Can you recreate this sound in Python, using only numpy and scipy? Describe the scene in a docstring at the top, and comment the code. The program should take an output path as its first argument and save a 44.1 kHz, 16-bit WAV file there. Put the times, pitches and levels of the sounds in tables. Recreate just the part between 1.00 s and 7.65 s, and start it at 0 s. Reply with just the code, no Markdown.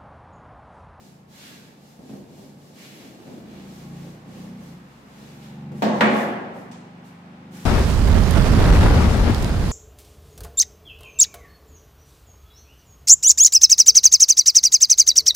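"""A felt duster wipes a wall whiteboard in a bare, echoing classroom; the board drums softly under the strokes.
It is put down on the ledge with two loud knocks, a marker is uncapped and starts to write.
Outside, a single-cylinder engine putters along the street and changes gear twice, over a dull wash of traffic.
Shaped noise makes the strokes, blows and street; decaying sines ring the board; summed orders make the engine."""
import sys
import numpy as np
from scipy import signal
from scipy.io import wavfile

SR = 44100
rng = np.random.default_rng(int(sys.argv[2]) if len(sys.argv) > 2 else 0)


def file_out(sig):
    """Save sig as 16-bit WAV at sys.argv[1]."""
    # one column per channel
    cols = np.atleast_2d(sig).T
    # limit, then scale
    lim = np.clip(cols, -1, 1)
    pcm = np.round(lim * 32767).astype(np.int16)
    wavfile.write(sys.argv[1], SR, pcm)


N = 293381
TIME = np.arange(N) / SR

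# analysis bands that build every diffuse sound
EDGES = np.geomspace(28, 17000, 34)
CENTRES = np.sqrt(EDGES[1:] * EDGES[:-1])
BANK = [signal.butter(2, pair, "band", fs=SR, output="sos") for pair in zip(EDGES, EDGES[1:])]

# left-right likeness of the room's sound: [f/Hz, correlation]
ROOM_LIKENESS = [(130, 0.77), (220, 0.89), (400, 0.7), (700, 0.31), (1250, -0.26), (2000, 0.1),
                 (4400, 0.0055)]
# spectrum of a hard edge scraping the board: [f/Hz, level per Hz/dB]
SCRAPE_SPECTRUM = [(300, -8), (1000, -9), (1700, -2), (2400, 0), (3900, -3), (5500, -14), (15000, -40)]

# a stroke follows the hand's speed: each layer grows as a power of it, then hangs in the air (t60 in s)
SCRAPE_POWER, SCRAPE_HANG_S = 1.8, 1
DRUM_POWER, DRUM_HANG_S = 0.69, 1


def from_db(db):
    """Level in dB to a gain."""
    return 10 ** (np.asarray(db) / 20)


def rms_one(x):
    """Scales a sound to rms 1."""
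    return x / np.sqrt(np.mean(x ** 2) + 1e-20)


def curve(points):
    """Draws a curve of time and value as straight lines, at every sample."""
    times, values = np.transpose(points)
    return np.interp(TIME, times, values)


def at_hz(points, hz):
    """Reads a curve over frequency, straight between its points on a log frequency scale."""
    freqs, values = np.transpose(points)
    return np.interp(np.log(hz), np.log(freqs), values)


def bands(spectrum, size=N):
    """Yields (Hz, stereo noise) for each band of a diffuse sound; the bands together have about rms 1."""
    gains = from_db(at_hz(spectrum, CENTRES))
    gains = gains / np.sqrt(np.sum(gains ** 2 * np.diff(EDGES)) * 2 / SR)
    # two noise pairs alternate between bands; the extra tenth of a second lets the filters settle
    white = rng.standard_normal((2, 2, size + SR // 10))
    for k, hz in enumerate(CENTRES):
        mid, side = signal.sosfilt(BANK[k], white[k % 2])[:, -size:]
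        alike = np.clip(at_hz(ROOM_LIKENESS, hz), -.99, .99)
        shared = np.sqrt((1 + alike) / 2) * mid
        opposed = np.sqrt((1 - alike) / 2) * side * [[1], [-1]]
        # the right side is a little brighter
        balance = from_db(np.array([[-1], [1]]) * 1.6 * (hz / 15000) ** 2)
        yield hz, gains[k] * balance * (shared + opposed)


def noise(spectrum):
    """Steady stereo noise with the given spectrum."""
    return sum(band for hz, band in bands(spectrum))


def flutter(per_s, depth_db, size=N):
    """A gain that wanders at random between per_s new values a second."""
    knots = rng.standard_normal(size // 200)
    return from_db(depth_db * np.interp(TIME[:size] * per_s, np.arange(len(knots)), knots))


def add(out, s, sound):
    """Mixes a sound in from time s."""
    start = round(s * SR)
    out[:, start:start + sound.shape[-1]] += sound[..., :N - start]


def blow(spectrum, crack, crack_s, ring=1):
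    """A short direct crack, then an uneven room tail that dies at its own rate in each band."""
    # reverberation time, scaled by ring: [f/Hz, t60/s]
    decay = [(100, 2.05), (250, 1.54), (700, 1.47), (2000, 1.167), (4000, 0.98), (8000, 0.86),
             (15000, 0.11)]
    t = TIME[:round(1.3 * SR)]
    direct = crack * np.exp(-t / crack_s)
    contact = 1 - np.exp(-t / .0008)   # softens the very first instant
    out = 0
    for hz, band in bands(spectrum, size=len(t)):
        fade = from_db(-60 * t / (ring * at_hz(decay, hz)))
        tail = flutter(per_s=25.1, depth_db=1.5, size=len(t)) * fade
        out = out + band * (tail + direct * hz / (hz + 1500))   # the crack favours the treble
    return contact * out


def stroke(mid_s, length_s, power, hang_s):
    """The hand speeds up and slows down in half a sine; the sound follows, then dies away in the room."""
    speed = np.cos(np.pi * np.clip((TIME - mid_s) / length_s, -.5, .5))
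    db = 20 * power * np.log10(speed + 1e-9)
    # the level may never drop faster than the room lets it
    fall = 60 * TIME / hang_s
    return from_db(np.maximum.accumulate(db + fall) - fall)


def strokes(mids, lengths, dbs, power, hang_s):
    """The gain of a run of strokes, whose powers add."""
    total = 0
    for mid_s, length_s, db in zip(mids, lengths, dbs):
        total = total + (from_db(db) * stroke(mid_s, length_s, power, hang_s)) ** 2
    return np.sqrt(total)


def resonate(x, modes):
    """Two-pole resonances in parallel, each with its own gain at the peak."""
    out = 0
    for hz, db, t60 in modes:
        r = from_db(-60 / (t60 * SR))   # pole radius: loss per sample
        poles = [1, -2 * r * np.cos(2 * np.pi * hz / SR), r * r]
        ringing = signal.lfilter([1, 0, -1], poles, x + 1e-18)
        out = out + from_db(db) * (1 - r * r) / 2 * ringing
    return out


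def reflected(x, count=6):
    """Echoes off nearby surfaces put a fine ripple on the spectrum."""
    lags = (rng.uniform(.001, .014, count) * SR).astype(int)
    echoes = sum(np.pad(x, ((0, 0), (lag, 0)))[:, :N] for lag in lags)
    return .93 * x + .15 * echoes


def street():
    """A dull wash of far traffic, cut off above 900 Hz, with a thin hiss laid over it."""
    # level of the wash, then of the hiss: [t/s, level/dB]
    wash_level = [(0, -41.5), (1.6, -44), (2.4, -39.5), (4, -41), (4.5, -37), (6.66, -38)]
    hiss_level = [(0, -63), (1.6, -64), (2.6, -56), (6.66, -53)]
    # their spectra: [f/Hz, level per Hz/dB]
    traffic_spectrum = [(30, -36), (55, -16), (120, -2), (200, 1.5), (400, -7), (830, -4)]
    hiss_spectrum = [(700, -15), (1000, 1), (2300, -6), (15500, -37.5)]
    dull = signal.cheby1(8, 1, 900, fs=SR, output="sos")
    wash = signal.sosfilt(dull, noise(traffic_spectrum))
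    return from_db(curve(wash_level)) * wash + from_db(curve(hiss_level)) * noise(hiss_spectrum)


def engine(waver_db=2.0, smear_hz=150, count=42):
    """Orders of the firing rate add up to soft putts, and the room booms where an order meets a resonance."""
    # engine speed, with gear changes at 2 s and 3.6 s: [t/s, firing rate/Hz]
    firing = [(0, 27.9), (.6, 28.6), (1.3, 28.5), (1.8, 29.4), (2.0, 25.9), (2.3, 26.4), (2.6, 27.5),
              (2.9, 28.7), (3.3, 29.9), (3.58, 30.6), (3.64, 28.8), (3.73, 28.4), (3.82, 23.2), (4.4, 23.5),
              (5.5, 24.4), (6.66, 25.3)]
    # exhaust through the walls, the level of an order by its pitch: [f/Hz, level/dB]
    exhaust = [(52, -21), (90, -17), (125, -13.5), (215, -11), (270, -16), (300, -25), (360, -18),
               (440, -42), (510, -23), (680, -44), (810, -21.5), (950, -48), (1110, -27.5), (1230, -49)]
    # swell of the two lowest orders, then loudness of the whole engine: [t/s, level/dB]
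    bass_swell = [(0, 3), (1.2, 3), (2.1, -8), (2.6, 7.5), (3.2, -2), (4, 8), (4.7, -6), (6.66, -8)]
    loudness = [(0, -55), (.25, -50), (.5, -55), (.95, -57), (1.35, -50), (1.7, -50.5), (2.05, -52.5),
                (2.6, -44.5), (2.88, -39), (3.15, -40.5), (3.4, -38.5), (3.7, -41.5), (4.02, -51),
                (4.35, -43.5), (4.7, -36.5), (5.4, -43.5), (5.75, -43), (6.2, -45), (6.55, -38)]
    # room resonances that boom and ring on: [f/Hz, level/dB]
    booms = [(143, 13), (173, 6), (181, 12), (192, 11.5), (214, 10.5), (244, 5.5), (275, -0.5)]
    boom_t60_s = 0.62
    per_s = curve(firing)
    firings = np.cumsum(per_s) / SR
    swell_db = curve(bass_swell)
    putts = 0
    for order in range(2, count):
        hz = order * per_s
        db = at_hz(exhaust, hz) + swell_db * (order <= 3)
        # echoes smear the putts: the phases scatter more in the higher orders
        smear = hz[0] / smear_hz * rng.standard_normal()
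        tone = np.sin(2 * np.pi * order * firings + smear)
        putts = putts + from_db(db) * flutter(per_s=7.3, depth_db=waver_db) * tone
    heard = from_db(curve(loudness)) * putts
    return heard + resonate(heard, [(hz, db, boom_t60_s) for hz, db in booms])


def marker():
    """A sleeve brushes past, the cap snaps off, the felt tip slides smoothly on the board as steady noise."""
    # sleeve brushes: [t at mid-stroke/s, length/s, level/dB]
    brushes = [(4.805, 0.17, -54), (4.99, 0.14, -53), (5.19, 0.2, -42.5), (5.59, 0.15, -57),
               (6.074, 0.088, -57.5)]
    # spectrum of sleeve and tip, then of the cap: [f/Hz, level per Hz/dB]
    slide_spectrum = [(700, 3.5), (2400, 5), (4000, 1.5), (7800, 1), (9200, -3.5), (12800, -3.5),
                      (15500, -13)]
    cap_spectrum = [(500, 0), (2000, 8), (8200, 4), (9500, -11), (15500, -8)]
    cap_s, cap_db = 5.713, -49.5
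    write_s, write_attack_s, write_db = 6.505, 0.05, -47.5
    sleeve = strokes(*np.transpose(brushes), power=1.1, hang_s=0.49)
    tip = from_db(write_db) * np.clip((TIME - write_s) / write_attack_s, 0, 1)
    out = (sleeve + tip) * noise(slide_spectrum)
    add(out, cap_s, from_db(cap_db) * blow(cap_spectrum, crack=0.38, crack_s=0.0057, ring=0.63))
    return out


def board_ring(swell_s=0.027):
    """The panel's modes build up after a blow and die away, each reaching the two sides out of step."""
    # board modes: [f/Hz, level/dB, t60/s]
    board_modes = [(214.5, 3, .8), (238, -8, 1.1), (247, -8, 1.0), (375, -10, 1.4), (497, -10, 1.0),
                   (556, -9, 1.1), (702, -12, 1.4), (834, -10, 1.1), (1108, -13, .9), (1617, -18, 1.0),
                   (1705, -18, 1.1), (1848, -18, 1.0), (2031, -19, .9)]
    t, out = TIME[:2 * SR], 0
    for hz, db, t60 in board_modes:
        # phase offset that gives each mode the room's left-right likeness
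        alike = np.clip(at_hz(ROOM_LIKENESS, hz), -1, 1)
        apart = np.arccos(alike) / 2 * rng.choice([-1, 1])
        scatter = rng.standard_normal() * hz / 500
        phase = 2 * np.pi * hz * t + scatter + apart * np.array([[1], [-1]])
        out = out + from_db(db - 60 * t / t60) * np.sin(phase)
    return out * (1 - np.exp(-t / swell_s))


def knocks():
    """The duster lands on its padded side, then its hard back tips onto the ledge; both blows ring the board."""
    # contacts with the ledge: [t/s, dull body level/dB, hard edge level/dB, board ring level/dB]
    contacts = [(4.821, -18.5, -32, -20), (5.008, -24, -15.5, -14.5)]
    # spectra of the dull body and the hard edge: [f/Hz, level per Hz/dB]
    body_spectrum = [(30, -46), (60, -21), (120, -10), (220, 0.5), (400, -10.5), (600, -1.5), (1000, -10),
                     (1700, -23), (3000, -25), (7500, -38), (9500, -50), (15500, -41)]
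    edge_spectrum = [(60, -64), (200, 5.5), (550, 2.5), (850, 3.5), (1250, 1), (1850, 1.5), (2600, -6.5),
                     (3800, -15), (5200, -30), (8000, -30.5), (9500, -42), (15500, -42)]
    clack_db = -6.5   # first hard contact, against the edge's level
    knock_low_cut_hz = 107   # low cut that keeps the knocks free of deep thump
    out = np.zeros((2, N))
    for s, body_db, edge_db, ring_db in contacts:
        add(out, s, from_db(body_db) * blow(body_spectrum, crack=0.75, crack_s=0.021, ring=0.97))
        add(out, s, from_db(edge_db) * blow(edge_spectrum, crack=1.53, crack_s=0.02, ring=1.0))
        add(out, s, from_db(ring_db) * board_ring())
        clack = blow(SCRAPE_SPECTRUM, crack=2.0, crack_s=0.0028, ring=0.03)
        add(out, s, from_db(edge_db + clack_db) * clack)
    return signal.sosfilt(signal.butter(3, knock_low_cut_hz, "high", fs=SR, output="sos"), out)


def judder():
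    """The dragging pad sticks and slips; each slip rings the duster's hollow back."""
    # juddering strokes: [t at mid-stroke/s, length/s, level/dB]
    drags = [(1.12, 0.11, -52), (2.064, 0.26, -50.5), (2.29, 0.22, -49), (2.6, .24, -47)]
    # modes of the duster's back: [f/Hz, level/dB, t60/s]
    back_modes = [(310, 6.5, 0.19), (342, 7.5, 0.12), (567, -14, 0.046)]
    slips_per_s = 120   # on average, at random moments
    slips = (rng.random(N) < slips_per_s / SR) * rng.standard_normal(N)
    ringing = rms_one(resonate(slips, back_modes))
    return strokes(*np.transpose(drags), DRUM_POWER, DRUM_HANG_S) * ringing


def rasps():
    """A hard-pressed stroke rasps in one band of noise, pitched by the grip."""
    # hard-pressed strokes: [t at mid-stroke/s, length/s, f/Hz, level/dB]
    presses = [(.45, 0.26, 3500, -53.5), (0.51, 0.24, 1580, -54.5), (1.845, 0.23, 2380, -52)]
    spread = 1.31   # ratio of band edge to centre
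    out = 0
    for s, length, hz, db in presses:
        band = signal.butter(2, [hz / spread, hz * spread], "band", fs=SR, output="sos")
        grain = rms_one(signal.sosfilt(band, rng.standard_normal((2, N))))
        out = out + from_db(db) * stroke(s, length, SCRAPE_POWER, SCRAPE_HANG_S) * grain
    return out


def duster():
    """Felt fibres hiss, the pressed edge scrapes, and uneven friction and landings shake the panel."""
    # strokes: [t at mid-stroke/s, length/s, felt hiss level/dB, edge scrape level/dB, panel drumming level/dB]
    wipes = [(0.052, 0.25, -56.5, -74, -53), (0.458, 0.39, -48.5, -50.5, -52.5),
             (0.63, 0.44, -59.5, -62, -51), (0.895, 0.3, -57.5, -76, -55), (1.129, 0.31, -56, -63.5, -46),
             (1.416, 0.36, -55.5, -65, -45.5), (1.682, 0.29, -57.5, -79, -50.5),
             (1.847, 0.27, -49, -52.5, -49.5), (2.026, 0.37, -52.5, -54, -46.5),
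             (2.322, 0.42, -57, -60.5, -44), (2.576, 0.34, -58, -54.5, -45), (2.773, 0.4, -53, -75, -47),
             (3.04, 0.4, -55, -59.5, -45), (3.4, 0.36, -54.5, -57, -43), (3.67, 0.27, -55.5, -63, -47.5),
             (3.967, 0.35, -62.5, -83, -54.5), (4.27, 0.54, -55.5, -57.5, -50.5),
             (4.453, 0.14, -56, -55, -72)]
    # duster landing on the board: [t/s, level/dB]
    bumps = [(.990, -43.5), (1.093, -39.5), (1.134, -40.5), (1.375, -45.5), (2.038, -44), (2.269, -39.5),
             (4.225, -48.5), (4.717, -38.5)]
    # spectra of the felt and the drumming panel: [f/Hz, level per Hz/dB]
    felt_spectrum = [(300, -15), (1000, 2.5), (2500, 0.5), (4300, 4), (7800, 1), (9200, -5), (12800, -3.5),
                     (15500, -11)]
    panel_spectrum = [(30, -32), (130, -8.5), (225, 2.5), (350, -8), (450, -8), (700, -15), (1100, -30.5),
                      (15000, -51.5)]
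    scuff_s, scuff_db = 2.8, -57   # the duster's rim catches the board
    s, length, felt_db, scrape_db, drum_db = np.transpose(wipes)
    felt = strokes(s, length, felt_db, power=1.17, hang_s=0.79) * noise(felt_spectrum)
    edge = strokes(s, length, scrape_db, SCRAPE_POWER, SCRAPE_HANG_S) * noise(SCRAPE_SPECTRUM)
    panel = strokes(s, length, drum_db, DRUM_POWER, DRUM_HANG_S) * noise(panel_spectrum)
    panel = panel * flutter(per_s=85, depth_db=1.0)   # uneven friction
    out = reflected(felt + edge + rasps()) + panel + judder()
    add(out, scuff_s, from_db(scuff_db) * blow(SCRAPE_SPECTRUM, crack=0.56, crack_s=0.01, ring=0.64))
    for bump_s, db in bumps:
        add(out, bump_s, from_db(db) * blow(panel_spectrum, crack=2.0, crack_s=0.008, ring=0.59))
    return out


def scene():
    """Street and engine behind, the marker and the knocks, and the duster in front."""
    return street() + engine() + marker() + knocks() + duster()


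def record(dry):
    """The microphone sheds the deep bass, the loudest peaks are rounded and the top is cut steeply."""
    low_cut_hz, cutoff_hz = 48, 15800
    heard = signal.sosfilt(signal.butter(4, low_cut_hz, "high", fs=SR, output="sos"), dry)
    rounded = .8 * np.tanh(heard / .8)
    return signal.sosfilt(signal.ellip(10, .2, 80, cutoff_hz, fs=SR, output="sos"), rounded)


dry = scene()
out = record(dry)
file_out(out)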